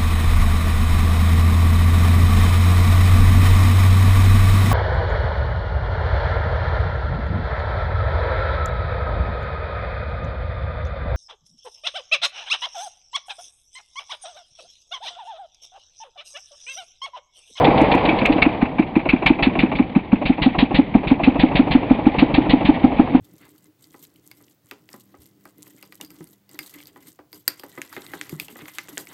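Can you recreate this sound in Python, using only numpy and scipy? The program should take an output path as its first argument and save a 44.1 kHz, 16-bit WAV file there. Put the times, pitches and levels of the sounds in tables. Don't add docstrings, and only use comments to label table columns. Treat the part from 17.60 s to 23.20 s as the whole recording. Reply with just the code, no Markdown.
import sys
import numpy as np
from scipy import signal
from scipy.fft import rfft, irfft, next_fast_len
from scipy.io import wavfile
from scipy.ndimage import map_coordinates

SR = 44100
rng = np.random.default_rng(int(sys.argv[2]) if len(sys.argv) > 2 else 0)


def int16_out(signal):
    q = np.round(np.clip(np.atleast_2d(signal).T, -1, 1) * 32767)
    wavfile.write(sys.argv[1], SR, q.astype(np.int16))


N = 246959
AGE = np.arange(SR // 4) / SR


def amp(db):
    return 10 ** (np.asarray(db) / 20)


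def unit(x):
    return x / np.sqrt(np.mean(x ** 2) + 1e-20)


def along(points, hz):
    f, v = np.transpose(points)
    return np.interp(np.log(hz + 1), np.log(f + 1), v)


def curves(rows, times):
    s, *columns = np.transpose(rows)
    return [np.interp(times, s, column) for column in columns]


def wobble(rate):
    knots = rng.standard_normal(int(N * rate / SR) + 4)
    return map_coordinates(knots, [np.arange(N) * rate / SR])


def filtered(x, response):
    size = next_fast_len(N + SR // 2)
    return irfft(rfft(x, size) * response(np.fft.rfftfreq(size, 1 / SR)), size)[:N]


def noise(spectrum):
    return unit(filtered(rng.standard_normal(N), lambda hz: amp(along(spectrum, hz))))


def add(track, s, sound):
    start = max(0, round(s * SR))
    part = track[start:start + len(sound)]
    part += sound[:len(part)]


def swell(rise, t60):
    return (1 - np.exp(-AGE / rise)) * amp(-60 * AGE / t60)


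def bursts(times, levels_db, rise, t60):
    track = np.zeros(N)
    for s, db, life in np.broadcast(times, levels_db, t60):
        shape = swell(rise, life)
        add(track, s, amp(db) * shape / shape.max())
    return track


# (frequency [Hz], t60 [s])
LAWN_DECAY = [(100, 0.19), (280, 0.15), (1000, 0.09), (4000, 0.097)]
def lawn_echo(x):
    hz, t, spectra = signal.stft(rng.standard_normal(SR // 4), SR, nperseg=256)
    decay = amp(-60 * t / along(LAWN_DECAY, hz)[:, None])
    tail = signal.istft(spectra * decay, SR, nperseg=256)[1]
    response = np.pad(tail / np.linalg.norm(tail), (round(.006 * SR), 0))
    return signal.fftconvolve(x, response)[:N]


# (time [s], mower and drive rush [dB], chassis rumble [dB], gear rattle [dB])
BED_LEVELS = [(0.0, -12, -17.5, -30.5), (0.23, -15, -20, -27), (0.76, -21.5, -26, -32),
              (1.2, -32.5, -29.5, -43), (1.73, -32.5, -32, -38), (1.98, -28.5, -25, -38.5),
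              (2.45, -37, -32.5, -43), (2.89, -34.5, -30, -37), (3.38, -34.5, -29, -41),
              (3.93, -28, -25.5, -36.5), (5.15, -27.5, -25, -34.5), (5.6, -28, -24, -36.5)]
# (frequency [Hz], level [dB])
MOWER_SPECTRUM = [(150, -22.5), (330, -9.5), (480, 2.5), (620, -1.5), (780, 2), (1050, -6), (1350, -18.5),
                  (1900, -23.5), (4000, -40.5)]
CHASSIS_SPECTRUM = [(15, -12.5), (40, -2.5), (80, -2), (105, -0.5), (160, 1.5), (270, 4), (380, -4),
                    (600, -28), (1500, -61)]
GEAR_SPECTRUM = [(700, -22.5), (1400, -11), (1900, 1.5), (2300, 3.5), (2700, -3), (3100, -3.5), (3700, -9),
                 (4300, -18.5), (4900, -31.5)]
def mower_and_drive():
    rush_db, rumble_db, rattle_db = curves(BED_LEVELS, np.arange(N) / SR)
    rush = amp(rush_db - 2 + .35 * wobble(45)) * noise(MOWER_SPECTRUM)
    rumble = amp(rumble_db - 1 + .24 * wobble(37)) * noise(CHASSIS_SPECTRUM)
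    rattle = amp(rattle_db - 3.5 + 2.2 * wobble(90)) * noise(GEAR_SPECTRUM)
    return rush + rumble + rattle


def work_beats(start_s=.0769, cycle_s=.1353, count=6):
    return start_s + cycle_s * np.arange(count)


# (time [s], speed [cycles/s])
GOVERNED_SPEED = [(0.5, 5.904), (1.008, 6.122), (1.138, 5.859), (1.488, 5.892), (2.204, 6.175),
                  (2.461, 5.93), (3.172, 6.176), (3.384, 6.125), (4.081, 6.357), (4.472, 6.342),
                  (5.174, 6.531)]
def idle_beats(start_s=.5265):
    t = np.arange(round(start_s * SR), N) / SR
    turned = np.cumsum(curves(GOVERNED_SPEED, t)[0]) / SR
    return np.interp(np.arange(int(turned[-1]) + 1), turned, t)


# (frequency [Hz], width [Hz], level [dB])
HEAD_MODES = [(1230, 230, -5.5), (2214, 123, 8), (2366, 99, 9), (2607, 100, 8), (3350, 790, -21.5)]
def head_ring():
    def response(hz):
        return sum((-1) ** k * amp(db) * 1j * hz * width / (centre ** 2 - hz ** 2 + 1j * hz * width)
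                   for k, (centre, width, db) in enumerate(HEAD_MODES))
    return unit(filtered(rng.standard_normal(N), response))


# (time [s], inlet clink [dB], exhaust lift [dB], seating [dB], coasting intake [dB])
VALVE_LEVELS = [(0.55, -37, -29, -37, -12), (0.9, -21.5, -18, -26.5, -4.5),
                (1.5, -27.5, -21.5, -26.5, -26.5), (2.15, -24, -22, -32, -21.5),
                (2.9, -36.5, -33, -29.5, -23), (3.4, -43, -25, -32.5, -14), (4.2, -39.5, -26, -33.5, -2.5),
                (5.55, -40.5, -29, -36, -4)]
# (frequency [Hz], level [dB])
GULP_SPECTRUM = [(60, -21), (190, -9), (290, 10), (450, -7.5), (620, 1), (780, -1.5), (1100, -7),
                 (1500, -26), (2100, -23), (2650, -15.5), (3200, -37), (4800, -57.5)]
VALVE_SPECTRUM = [(150, -16.5), (450, -8.5), (850, 9.5), (1400, -3.5), (1900, -5), (2350, 6.5), (2650, 1),
                  (3100, -17.5), (4000, -16.5), (4900, -49)]
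def valve_gear():
    gulp_lead_s, inlet_lead_s, lift_lead_s, seat_lag_s = .07914, .08, .01, .027
    work, idle = work_beats(), idle_beats()
    beats = np.r_[work, idle]
    work_db, = curves(WORK_PUFFS, work)
    inlet_db, lift_db, seat_db, coasting_db = curves(VALVE_LEVELS, idle)
    intake_db = np.where(fired(idle), 0, coasting_db)
    gulp = bursts(idle - gulp_lead_s, intake_db - 17.5, rise=.005, t60=.089) * noise(GULP_SPECTRUM)
    inlet = bursts(idle - inlet_lead_s, inlet_db + intake_db, rise=.0018, t60=.086)
    lift = bursts(beats - lift_lead_s, np.r_[work_db - 27, lift_db], rise=.012, t60=.06)
    seat = bursts(beats + seat_lag_s, np.r_[work_db - 32, seat_db], rise=.0058, t60=.065)
    tick = (inlet + lift + amp(-3.5) * seat) * noise(VALVE_SPECTRUM)
    clink = (amp(-5) * seat + amp(-16) * (inlet + lift)) * head_ring()
    return gulp + tick + clink


# (frequency [Hz], level [dB], t60 [s])
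FRAME_MODES = [(51.4, -4.5, 0.093), (159.6, -3.5, 0.078), (195, 2, 0.049), (275, -0.5, .05)]
# (time [s], level [dB])
FRAME_SHAKE = [(0.6, -7.5), (0.85, -2.5), (3.0, 2.5)]
def frame_thud(times, tin_db):
    jolt = sum(amp(db) * swell(.0054, t60) * np.sin(2 * np.pi * hz * AGE) for hz, db, t60 in FRAME_MODES)
    shake_db, = curves(FRAME_SHAKE, times)
    thud = np.zeros(N)
    for s, db in zip(times, shake_db + .37 * tin_db - 3):
        add(thud, s - .003, amp(db) * jolt)
    return thud


# (time [s], tin rattle [dB], head ring [dB])
FIRINGS = [(0.0442, -9.5, -42), (0.1757, -18, -33), (0.3147, -12, -17), (0.4518, -16.5, -38),
           (0.487, -18, -13), (0.5863, -19, -41), (0.6526, -13.5, -8.5), (0.7206, -17.5, -25),
           (0.8192, -11, -5), (1.4891, -20, -8), (1.6602, -11.5, -5.5), (1.8242, -11, -10),
           (1.9882, -16, -13), (2.1515, -24.5, -23.5), (2.6542, -18.5, -15.5), (2.8182, -14, -17),
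           (2.984, -12.5, -17), (3.1434, -14, -23), (3.4705, -22.5, -21.5), (3.6331, -20, -13),
           (3.793, -14.5, -27), (3.9526, -13.5, -17), (4.1082, -14, -33), (4.5838, -14, -13.5),
           (4.7399, -15, -18.5), (4.894, -13, -31), (5.0484, -15.5, -35)]
# (time [s], t60 [s])
TIN_DECAY = [(0.6, 0.037), (1.7, 0.075), (2.8, 0.11), (5.0, 0.089)]
# (frequency [Hz], level [dB])
TIN_SPECTRUM = [(200, -39.5), (450, -3.5), (750, 2.5), (1000, -2), (1350, -15), (1800, -2.5), (2400, 0),
                (2900, -1), (3200, -3.5), (3550, -2), (3900, -7), (4250, -9.5), (4900, -26.5)]
def knocks():
    times, tin_db, head_db = np.transpose(FIRINGS)
    tin_t60, = curves(TIN_DECAY, times)
    chatter = unit(noise(TIN_SPECTRUM) * amp(1.6 * wobble(450)))
    tin = bursts(times, tin_db - 5, rise=.018, t60=tin_t60) * chatter
    ring = bursts(times, head_db - 5, rise=.0069, t60=.062) * head_ring()
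    return tin + ring + frame_thud(times, tin_db)


def fired(times, window_s=.06):
    lead = times[:, None] - np.transpose(FIRINGS)[0]
    return np.any((lead > 0) & (lead < window_s), axis=1)


# (time [s], level [dB])
WORK_PUFFS = [(0.08, 6.5), (0.35, 10), (0.49, 2.5), (0.62, 3), (0.75, -8)]
# (time [s], level [dB], coasting lower mode [Hz], coasting upper mode [Hz])
IDLE_PUFFS = [(0.52, 0, 260, 333), (0.7, 9.5, 249, 320), (1.65, 10.5, 245, 358), (2.05, 7.5, 231, 325),
              (2.4, 12, 225.5, 279), (3.0, 13.5, 240, 296), (3.3, 15, 239.3, 291.6), (4.3, 15, 252, 316),
              (5.5, 16, 265.6, 328)]
def puffs():
    work_modes_hz = 259, 340
    hot_lower, hot_upper = 1.0745, 1.0134
    pitch_scatter, scatter_db = .022, 1.03
    work, idle = work_beats(), idle_beats()
    working = np.broadcast_arrays(work, *curves(WORK_PUFFS, work), *work_modes_hz)
    idling = [idle, *curves(IDLE_PUFFS, idle)]
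    times, db, lower_hz, upper_hz = np.hstack([working, idling])
    hot = fired(times)
    chance = rng.standard_normal((len(times), 3)).T
    lower_hz *= np.where(hot, hot_lower, 1) * (1 + pitch_scatter * chance[0])
    upper_hz *= np.where(hot, hot_upper, 1) * (1 + pitch_scatter * chance[1])
    return np.transpose([times, db + scatter_db * chance[2], lower_hz, upper_hz])


# (frequency [Hz], level [dB])
SHELL_MODES = [(310.5, 2), (178, -5.5)]
# (frequency [Hz], level [dB])
JET_SPECTRUM = [(25, 0), (50, 1.5), (130, -6.5), (400, -8.5), (620, -4.5), (820, -1), (1100, -19),
                (1600, -23), (2400, -22), (3500, -25.5), (4800, -47.5)]
def exhaust():
    bend, warming_s = .3, .006
    clock = AGE - bend * warming_s * (1 - np.exp(-AGE / warming_s))
    rows = puffs()
    tone = np.zeros(N)
    for s, db, lower_hz, upper_hz in rows:
        ring = np.cos(2 * np.pi * lower_hz * clock) - np.cos(2 * np.pi * upper_hz * clock)
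        add(tone, s, amp(db) * swell(rise=.01, t60=.037) * ring)
        hum = sum(amp(mode_db) * np.sin(2 * np.pi * hz * AGE + rng.uniform(0, 2 * np.pi))
                  for hz, mode_db in SHELL_MODES)
        add(tone, s + .0071, amp(-8) * swell(rise=.0025, t60=.05) * hum)
    times, levels_db = rows.T[:2]
    jet = bursts(times, levels_db - 34, rise=.0041, t60=.096) * noise(JET_SPECTRUM)
    return tone + jet


def scene():
    engine = exhaust() + knocks() + valve_gear()
    return (engine + amp(-18) * lawn_echo(engine) + mower_and_drive())[None]


# (time [s], level [dB])
BRIGHT_TICKS = [(0.216, -41.5), (0.351, -41.5), (0.659, -35.5), (0.827, -49.5), (1.031, -59.5),
                (1.664, -42)]
# (frequency [Hz], level [dB])
TICK_SPECTRUM = [(3500, -30.5), (5500, 2.5), (7500, -2.5), (9500, -7), (12000, -9), (15000, -16)]
def record(dry):
    low_cut_hz, band_hz, top_hz = 14, 4916, 15700
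    pressure, hardness = dry[0], 7
    ceiling = np.where(pressure > 0, .74, .94)
    clipped = pressure / (1 + np.abs(pressure / ceiling) ** hardness) ** (1 / hardness)
    centred = filtered(clipped, lambda hz: 1j * hz / (low_cut_hz + 1j * hz))
    narrow = filtered(centred, lambda hz: 1 / np.sqrt(1 + (hz / band_hz) ** 60))
    ticks = bursts(*np.transpose(BRIGHT_TICKS), rise=.0008, t60=.014) * noise(TICK_SPECTRUM)
    return filtered(narrow + ticks, lambda hz: hz < top_hz)[None]


dry = scene()
out = record(dry)
int16_out(out)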